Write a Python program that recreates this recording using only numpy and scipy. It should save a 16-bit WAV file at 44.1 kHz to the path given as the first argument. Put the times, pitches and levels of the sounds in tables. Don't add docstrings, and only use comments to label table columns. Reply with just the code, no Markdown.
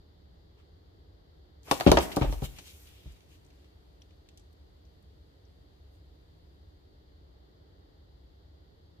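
import sys
import numpy as np
from scipy import signal
from scipy.fft import rfft, irfft
from scipy.io import wavfile
from scipy.ndimage import map_coordinates

SR = 44100
rng = np.random.default_rng(int(sys.argv[2]) if len(sys.argv) > 2 else 0)


def put_to_file(sound):
    columns = np.atleast_2d(sound).T
    safe = np.clip(columns, -1, 1)
    whole_steps = np.round(safe * 32767)
    wavfile.write(sys.argv[1], SR, whole_steps.astype(np.int16))


N = 396900
TIME = np.arange(N) / SR
AGE = TIME[:SR * 3 // 5]


# (time [s], knock [dB], thud [dB], slap [dB], knock centre [Hz], thud centre [Hz],
# slap centre [Hz], tub pitch [Hz], pan [dB])
BLOWS = [(1.7119, -22, -38.5, -21.5, 686, 240, 4296, 288, 2.5),
         (1.8, -38.5, -52, -34, 650, 160, 3200, 335, .3),
         (1.8084, -33, -52.5, -26, 1120, 170, 1901, 330, 0.5),
         (1.8641, -17, -20, -29, 335, 155, 1500, 274, 2.4),
         (1.8744, -20.5, -21, -39.5, 260.7, 100, 2000, 298, 1.5),
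         (1.888, -27, -29, -48, 479.4, 55, 2000, 300, -1.5),
         (1.9159, -15.5, -27, -17.5, 510, 226.6, 3900, 337, 0),
         (1.938, -29.5, -30, -45.5, 370, 60.2, 2500, 361, 1),
         (1.9714, -20, -34.5, -19, 670, 109.9, 1710, 300, 1.2),
         (1.9835, -30.5, -42, -30.5, 698.6, 110, 2000, 321.3, -0.5),
         (2.1678, -25.5, -33.5, -37, 437, 156, 3900, 296, 1),
         (2.2122, -31, -25, -40, 283, 109, 1690, 312, 1), (2.221, -35.5, -36, -37, 910, 198, 1800, 315, 1),
         (2.243, -34, -27, -46, 430, 46, 2090, 291, 0), (2.296, -45.5, -42, -64, 300, 100, 2600, 293, -2.5),
         (2.325, -42, -33.5, -43.5, 605, 58.3, 2450, 297, 1),
         (2.42, -38.5, -33, -51, 332, 140, 3400, 314, 1.2),
         (2.437, -50.5, -39, -54, 275, 145.4, 3030, 286, 1),
         (2.586, -58, -52.5, -59, 500, 130.6, 1400, 293, 0),
         (3.056, -62, -41.5, -81, 260, 55, 3190, 291, -0.2)]

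def blows(low_cut_hz=19):
    out = np.zeros((2, N))
    for s, knock_db, thud_db, slap_db, knock_hz, thud_hz, slap_hz, tub_hz, pan_db in BLOWS:
        thud = from_db(thud_db) * floor_thud(thud_hz)
        knock = from_db(knock_db) * wall_knock(knock_hz, tub_hz)
        slap = from_db(slap_db) * (paper_slap(slap_hz) + paper_crack(slap_hz))
        add(out, s, panned(thud + knock + slap, db=pan_db))
    return signal.sosfilt(signal.butter(2, low_cut_hz, "high", fs=SR, output="sos"), out)


# (frequency [Hz], relative level [dB], t60 [s])
FLOOR_MODES = [(47.25, -3, 0.32), (64.3, 2.5, 0.15), (94, -15, 0.06), (139.4, 0, 0.093),
               (178.8, 0.5, 0.068), (215.7, -4.5, 0.032)]
DETUNE = 0.013

def floor_thud(hz, rise_cycles=0.74):
    floor = ring(FLOOR_MODES, scatter_db=5, spread_rad=1, detune=DETUNE) * rise(rise_cycles / hz)
    return panned(unit_onset(bandpass(floor, hz, octaves=0.61), samples=1500), db=0.5)


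# (frequency [Hz], relative level [dB], t60 [s])
WALL_MODES = [(278.5, 0.5, 0.085), (360, -10, 0.074), (421.7, -11, .1), (453, -7.5, 0.09),
              (490, -2.5, 0.026), (559, -3.5, 0.043), (602, -7, 0.064), (725, -2, 0.072),
              (775, -5.5, 0.069), (815, -4.5, 0.058), (1000, -9, 0.055), (1142.6, -8, 0.058)]
# (frequency [Hz], relative density [dB])
CLATTER_SPECTRUM = [(120, -15.5), (250, -2.5), (500, -2.5), (800, -6.5), (1100, -6.5), (1400, -12),
                    (3000, -36)]

def wall_knock(hz, tub_hz, clatter_db=1, punch_db=7, rise_cycles=0.93):
    clatter = echoed(smack(CLATTER_SPECTRUM, t60=0.09, spike=1.5, spike_s=0.0025), tub_hz)
    shift = tub_hz / WALL_MODES[0][0]
    loaded = [(mode_hz * shift ** (1 / (k + 1)), db, t60)
              for k, (mode_hz, db, t60) in enumerate(WALL_MODES)]
    walls = ring(loaded, scatter_db=3.5, spread_rad=1, detune=DETUNE) + from_db(clatter_db) * clatter
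    knock = bandpass(walls * rise(rise_cycles / hz), hz, octaves=0.89)
    return unit_onset(knock, samples=1300) + from_db(punch_db) * punch(hz)


def punch(hz, width_cycles=0.32, right_lag_s=0.00012):
    phase = hz * (AGE - np.array([[0], [right_lag_s]])) / width_cycles - 2
    return (2 * phase ** 2 - 1) * np.exp(-phase ** 2) * rise(1 / (2 * np.pi * hz))


def echoed(x, tub_hz, echo_gain=0.42):
    return x + echo_gain * np.array([np.interp(AGE - 1 / tub_hz, AGE, side, left=0) for side in x])


# (frequency [Hz], relative density [dB])
SLAP_SPECTRUM = [(700, -14.5), (1400, 0.5), (2200, 0), (3500, -0.5), (5000, -3.5), (7000, -10),
                 (15000, -29.5)]
# (frequency [Hz], relative level [dB], t60 [s])
SHEET_MODES = [(1700, -1, 0.12), (1930, -3, 0.049), (2430, -6.5, 0.094), (2300, -5, 0.065),
               (2580, -5.5, 0.038), (3500, -5.5, .04), (3780, -6, .05), (4250, -4.5, .035),
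               (4960, -6.5, .05), (6150, -7.5, .04)]

def paper_slap(hz, sheet_db=-16):
    slap = smack(SLAP_SPECTRUM, t60=0.04, spike=1.2, spike_s=0.00085) * crackle(depth_db=4)
    sheet = from_db(sheet_db) * ring(SHEET_MODES, scatter_db=1, spread_rad=0.9, detune=DETUNE)
    return unit_onset(bandpass(slap + sheet, hz, octaves=0.9), samples=130)


# (frequency [Hz], relative density [dB])
CRACK_SPECTRUM = [(2500, -22), (5000, -11), (7000, -2), (9500, -2.5), (13000, -6), (15500, -14)]

def paper_crack(slap_hz, ref_db=-13.5, ref_hz=3500, db_per_octave=11.5):
    gain = from_db(ref_db + db_per_octave * np.log2(slap_hz / ref_hz))
    return gain * smack(CRACK_SPECTRUM, t60=0.06, spike=0.9, spike_s=0.002) * crackle(depth_db=-1)


# (time [s], onset level [dB], centre [Hz], t60 [s], half width [octaves])
SNAPS = [(1.632, -62.5, 5900, 0.022, 0.47), (1.741, -39, 4000, 0.021, 0.66), (1.776, -48, 5500, 0.019, .6),
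         (1.8, -43, 8000, 0.074, 1), (1.871, -26.5, 2700, 0.11, 0.87), (1.902, -41, 4480, .02, .8),
         (1.9875, -31, 5564, 0.017, .25), (2.007, -33, 3000, .02, .6), (2.117, -42.5, 2500, 0.018, 0.44),
         (2.162, -35.5, 6840, 0.037, 0.95), (2.198, -52, 4460, .015, .6), (2.219, -37, 2120, 0.12, 1.03),
         (2.586, -45.5, 2610, 0.074, 1.5), (2.872, -59.5, 3800, 0.031, .6), (3.121, -64.5, 7950, .06, .7),
         (3.206, -63.5, 4190, .02, .6), (3.449, -68, 7020, .03, 0.41), (3.464, -68.5, 6450, .03, 0.37),
         (3.503, -65.5, 2203, .05, 1.4), (3.644, -65, 1995, 0.063, 1.53), (4.0125, -77, 9500, 0.017, 0.32),
         (4.021, -61, 4390, 0.03, 0.55), (4.107, -67, 1690, 0.054, 1.44), (4.261, -72, 2405, 0.043, .7),
         (4.288, -57, 4000, 0.031, 0.93), (4.374, -56, 5670, 0.041, 0.76), (4.395, -65, 5480, 0.047, 0.83),
         (4.528, -73, 8990, 0.037, .8), (4.852, -72.5, 5780, 0.04, .2), (5.025, -74, 10000, .03, .7),
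         (5.452, -72, 5600, 0.042, .13)]
# (frequency [Hz], relative density [dB])
RUSTLE_SPECTRUM = [(200, -1.5), (500, -5), (1000, -3), (1500, -3.5), (2400, 1.5), (3100, 1), (4500, -4),
                   (6100, -3), (7500, -4.5), (10000, -7), (13000, -3.5), (15500, -10.5)]

def snaps():
    out = np.zeros((2, N))
    for s, db, hz, t60, octaves in SNAPS:
        pop = smack(RUSTLE_SPECTRUM, t60, spike=0.46, spike_s=0.00075) * crackle(depth_db=2)
        add(out, s, from_db(db) * unit_onset(bandpass(pop, hz, octaves, order=2), samples=200))
    return out


def coil_effort(start_s=1.63, attack_s=0.1, hold_s=0.18, creep_fade_s=6.47):
    age = TIME - start_s
    wrap = hold_and_fade(db=-49.5, until_s=start_s + attack_s + hold_s, db_per_s=16.5)
    creep = hold_and_fade(db=-81.5, until_s=creep_fade_s, db_per_s=14)
    return np.clip(age / attack_s, 0, 1) ** 2 * np.hypot(wrap, creep)


# (rubbing level [dB], treble gain [dB])
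SLIDE_TREBLE = [(-73, -3.5), (-65.5, 2)]

def slide(effort, treble_hz=6500):
    rub = scraping(N)
    dull = signal.sosfiltfilt(signal.butter(2, treble_hz, fs=SR, output="sos"), rub)
    treble_db = np.interp(20 * np.log10(effort + 1e-9), *np.transpose(SLIDE_TREBLE))
    return effort * (dull + from_db(treble_db) * (rub - dull))


def scraping(samples, catches_per_s=3000, friction=0.43):
    slips = rng.random((2, samples)) < catches_per_s / SR
    excitation = (slips + friction) * rng.standard_normal((2, samples))
    return bending(coloured(excitation, RUSTLE_SPECTRUM, NEAR_CORRELATION))


def bending(x, depth_db=2.6, bends_per_s=24, band_hz=330):
    hz, s, bands = signal.stft(x, SR, nperseg=512)
    shapes = rng.standard_normal((128, int(s[-1] * bends_per_s) + 2))
    grid = np.meshgrid(hz / band_hz, s * bends_per_s, indexing="ij")
    db = depth_db * map_coordinates(shapes, grid, order=1, mode="nearest")
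    return unit_rms(signal.istft(bands * from_db(db), SR)[1][:, :x.shape[1]])


# (middle [s], level [dB], Gaussian sigma [s], centre [Hz], half width [octaves])
SWEEPS = [(0.598, -69, .018, 1350, 0.8), (1.665, -59.5, 0.017, 9950, 2.1), (1.691, -47, 0.015, 600, 0.67),
          (1.731, -44.5, 0.018, 8000, 0.94), (1.876, -53, 0.011, 8070, 1.4), (2.027, -39, 0.02, 7984, 2.6),
          (2.127, -42, 0.0066, 2770, 0.84), (2.252, -43.5, 0.039, 600, 0.36),
          (2.33, -49.5, 0.016, 6000, 1.2), (2.449, -42.5, 0.013, 8800, 4.9),
          (2.575, -56, 0.011, 2820, 0.61), (2.683, -53.5, 0.027, 4180, 0.68),
          (2.752, -61.5, 0.12, 11140, 0.73), (2.887, -62.5, 0.028, 3190, 0.39),
          (2.974, -64, 0.042, 3400, 0.28), (3.092, -64, 0.041, 3020, 0.65), (3.166, -67.5, 0.011, 3500, .6),
          (3.332, -65, 0.028, 3600, 1.37), (3.58, -75, 0.069, 2500, 1.2), (5.95, -78.5, 0.024, 11010, 1)]

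def sweeps(strokes=SWEEPS):
    out = np.zeros((2, N))
    middle_s = AGE[-1] / 2
    for s, db, sigma_s, hz, octaves in strokes:
        swell = np.exp(-0.5 * ((AGE - middle_s) / sigma_s) ** 2)
        rub = unit_rms(bandpass(scraping(len(AGE)), hz, octaves))
        add(out, s - middle_s, from_db(db) * swell * rub)
    return out


def crinkles(effort, per_s=9, scatter_db=1.5, centre_hz=3400):
    triggers = (rng.random(N) < per_s / SR) * effort * from_db(scatter_db * rng.uniform(-1, 1, N))
    pop = bandpass(burst(RUSTLE_SPECTRUM, t60=0.049, rise_s=0.0004), centre_hz, octaves=0.5)
    return signal.fftconvolve(triggers[None], unit_onset(pop, samples=200), axes=1)[:, :N]


# (frequency [Hz], level [dB])
SQUEAK_BANDS = [(3150, -51.5), (7270, -52)]

def squeak(time_s=2.455, sigma_s=0.0065, octaves=0.023):
    return sweeps([(time_s, db, sigma_s, hz, octaves) for hz, db in SQUEAK_BANDS])


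# (frequency [Hz], level [dB], t60 [s])
CLICK_MODES = [(3100, -56, 0.016), (3300, -55, 0.021), (5590, -52, 0.022), (5910, -54, 0.016)]

def click(time_s=4.019):
    out = np.zeros((2, N))
    add(out, time_s, ring(CLICK_MODES, scatter_db=1, spread_rad=0.26) * crackle(depth_db=1))
    return out


# (frequency [Hz], t60 [s])
ROOM_T60 = [(60, 0.6), (300, 0.7), (600, 0.6), (1200, 0.8), (4000, 0.16), (14000, 0.66)]
# (frequency [Hz], impulse response energy per octave [dB])
ROOM_DB = [(60, -20), (300, -11), (700, -15.5), (1300, -15), (4000, -7), (14000, -14)]

def room(x, build_s=0.0012):
    tail = 0
    edges_hz = 40 * 2. ** np.arange(10)
    for low, high in zip(edges_hz, edges_hz[1:]):
        hz = np.sqrt(low * high)
        octave = signal.butter(2, [low, high], "band", fs=SR, output="sos")
        band = signal.sosfilt(octave, rng.standard_normal((2, len(AGE))))
        envelope = decay(at_hz(ROOM_T60, hz)) * (1 - np.exp(-(AGE / build_s) ** 2))
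        tail = tail + band * envelope / np.linalg.norm(envelope) * from_db(at_hz(ROOM_DB, hz))
    return signal.fftconvolve(x, tail, axes=1)[:, :N]


# (frequency [Hz], relative density [dB])
RUMBLE_SPECTRUM = [(12, -71.5), (20, -40), (32, -19.5), (46, -9), (70, 0), (97, -8.5), (118, -17),
                   (160, -15.5), (235, -25.5), (400, -49.5), (1000, -90)]
AIR_SPECTRUM = [(220, -16.5), (300, 0.5), (338, -5.5), (410, -2.5), (520, -8), (780, -12), (1030, -17.5),
                (1920, -22), (2500, -44), (3250, -65), (5500, -105)]
HISS_SPECTRUM = [(1500, -22.5), (1950, -1.5), (2500, -9.5), (3200, 0.5), (4700, 2), (5500, -12),
                 (7000, -14), (8200, -20.5), (10300, -21.5), (12300, -16), (15500, -20)]
# (time [s], level [dB])
AIR_LEVEL = [(0, -65.5), (1.5, -65), (3.2, -65), (5.6, -65.5), (7.0, -65.5), (7.8, -64), (8.2, -66),
             (9, -65.5)]
# (frequency [Hz], level [dB])
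WHINE_TONES = [(312, -80), (361, -77.5), (1884, -95), (2126, -101), (4650, -96), (4716, -93), (5599, -103),
               (7402, -107), (10261, -108), (12199, -107), (12398, -106), (14659, -105)]
# (frequency [Hz], left-right correlation [-1..1])
FAR_CORRELATION = [(60, 0.94), (130, 0.98), (290, 0.46), (640, -0.29), (1410, -0.48), (3100, -0.03),
                   (6820, -0.099), (15000, 0.18)]

def ventilation(rumble_db=-56.5, hiss_db=-73.5, waver_db=0.4, wavers_per_s=5):
    def noise(spectrum):
        return coloured(rng.standard_normal((2, N)), spectrum, FAR_CORRELATION)

    waver = np.interp(TIME * wavers_per_s, np.arange(2000), rng.standard_normal(2000))
    rumble = from_db(rumble_db + waver_db * waver) * noise(RUMBLE_SPECTRUM)
    air = from_db(np.interp(TIME, *np.transpose(AIR_LEVEL))) * noise(AIR_SPECTRUM)
    hiss = from_db(hiss_db) * noise(HISS_SPECTRUM)
    whine = sum(from_db(db) * np.sin(2 * np.pi * (hz * TIME + rng.random((2, 1))))
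                for hz, db in WHINE_TONES)
    return rumble + air + whine + panned(hiss, db=1.12)


# (frequency [Hz], left-right correlation [-1..1])
NEAR_CORRELATION = [(60, 0.93), (250, 0.46), (600, 0.54), (1500, -0.0028), (3500, -0.54), (8000, 0.023),
                    (15000, 0.2)]

def burst(spectrum, t60, rise_s):
    noise = coloured(rng.standard_normal((2, len(AGE))), spectrum, NEAR_CORRELATION)
    return noise * decay(t60) * rise(rise_s)


def smack(spectrum, t60, spike, spike_s):
    return burst(spectrum, t60, rise_s=0.0001) * (1 + spike * np.exp(-AGE / spike_s))


def ring(modes, scatter_db, spread_rad, detune=0):
    out = np.zeros((2, len(AGE)))
    for k, (hz, db, t60) in enumerate(modes):
        size = np.searchsorted(AGE, 2 * t60)
        phase = np.array([[1], [-1]]) * spread_rad * np.sqrt(hz / 1000) * (-1) ** (k // 2)
        gain = from_db(db + scatter_db * rng.normal()) * (-1) ** (k // 3)
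        pitch_hz = hz * (1 + detune * rng.normal())
        out[:, :size] += gain * decay(t60)[:size] * np.sin(2 * np.pi * pitch_hz * AGE[:size] + phase)
    return out


def crackle(depth_db, step_s=0.00063):
    steps = np.clip(rng.standard_normal(3000), -2, 2)
    return from_db(depth_db * np.interp(AGE / step_s, np.arange(len(steps)), steps))


def coloured(white, spectrum, correlation):
    size = white.shape[1]
    hz = np.fft.rfftfreq(size, 1 / SR)
    low_cut = np.minimum(hz / spectrum[0][0], 1) ** 2
    mid, side = rfft(white) * from_db(at_hz(spectrum, hz)) * low_cut
    alike = np.clip(at_hz(correlation, hz), -0.99, 0.99)
    return unit_rms(irfft(np.sqrt(1 + alike) * mid + np.sqrt(1 - alike) * side * [[1], [-1]], size))


def bandpass(x, hz, octaves, order=1):
    edges = np.clip([hz / 2 ** octaves, hz * 2 ** octaves], [20, 100], [SR / 4, SR * 0.45])
    return signal.sosfilt(signal.butter(order, edges, "band", fs=SR, output="sos"), x)


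def rise(tau_s):
    return 1 - np.exp(-AGE / tau_s)


def decay(t60):
    return np.exp(-np.log(1000) * AGE / max(t60, 0.003))


def hold_and_fade(db, until_s, db_per_s):
    return from_db(db - db_per_s * np.maximum(TIME - until_s, 0))


def from_db(db):
    return 10 ** (np.asarray(db) / 20)


def unit_rms(x):
    return x / np.sqrt(np.mean(x ** 2) + 1e-20)


def unit_onset(x, samples):
    return x / np.sqrt(np.mean(x[:, :samples] ** 2) + 1e-20)


def at_hz(points, hz):
    known_hz, value = np.transpose(points)
    return np.interp(np.log(np.maximum(hz, 1)), np.log(known_hz), value)


def panned(x, db):
    return x * from_db([[db], [-db]])


def add(out, s, sound):
    start = max(round(s * SR), 0)
    out[:, start:start + sound.shape[1]] += sound[:, :out.shape[1] - start]


def scene():
    effort = coil_effort()
    tub = blows()
    paper = panned(snaps() + slide(effort) + sweeps() + crinkles(effort) + squeak(), db=0.7)
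    return tub + paper + room(tub + paper) + click() + ventilation()


def record(dry, ceiling=1.2, cutoff_hz=15450):
    rounded = ceiling * np.tanh(dry / ceiling)
    return signal.sosfilt(signal.ellip(10, 0.1, 80, cutoff_hz, fs=SR, output="sos"), rounded)


dry = scene()
out = record(dry)
put_to_file(out)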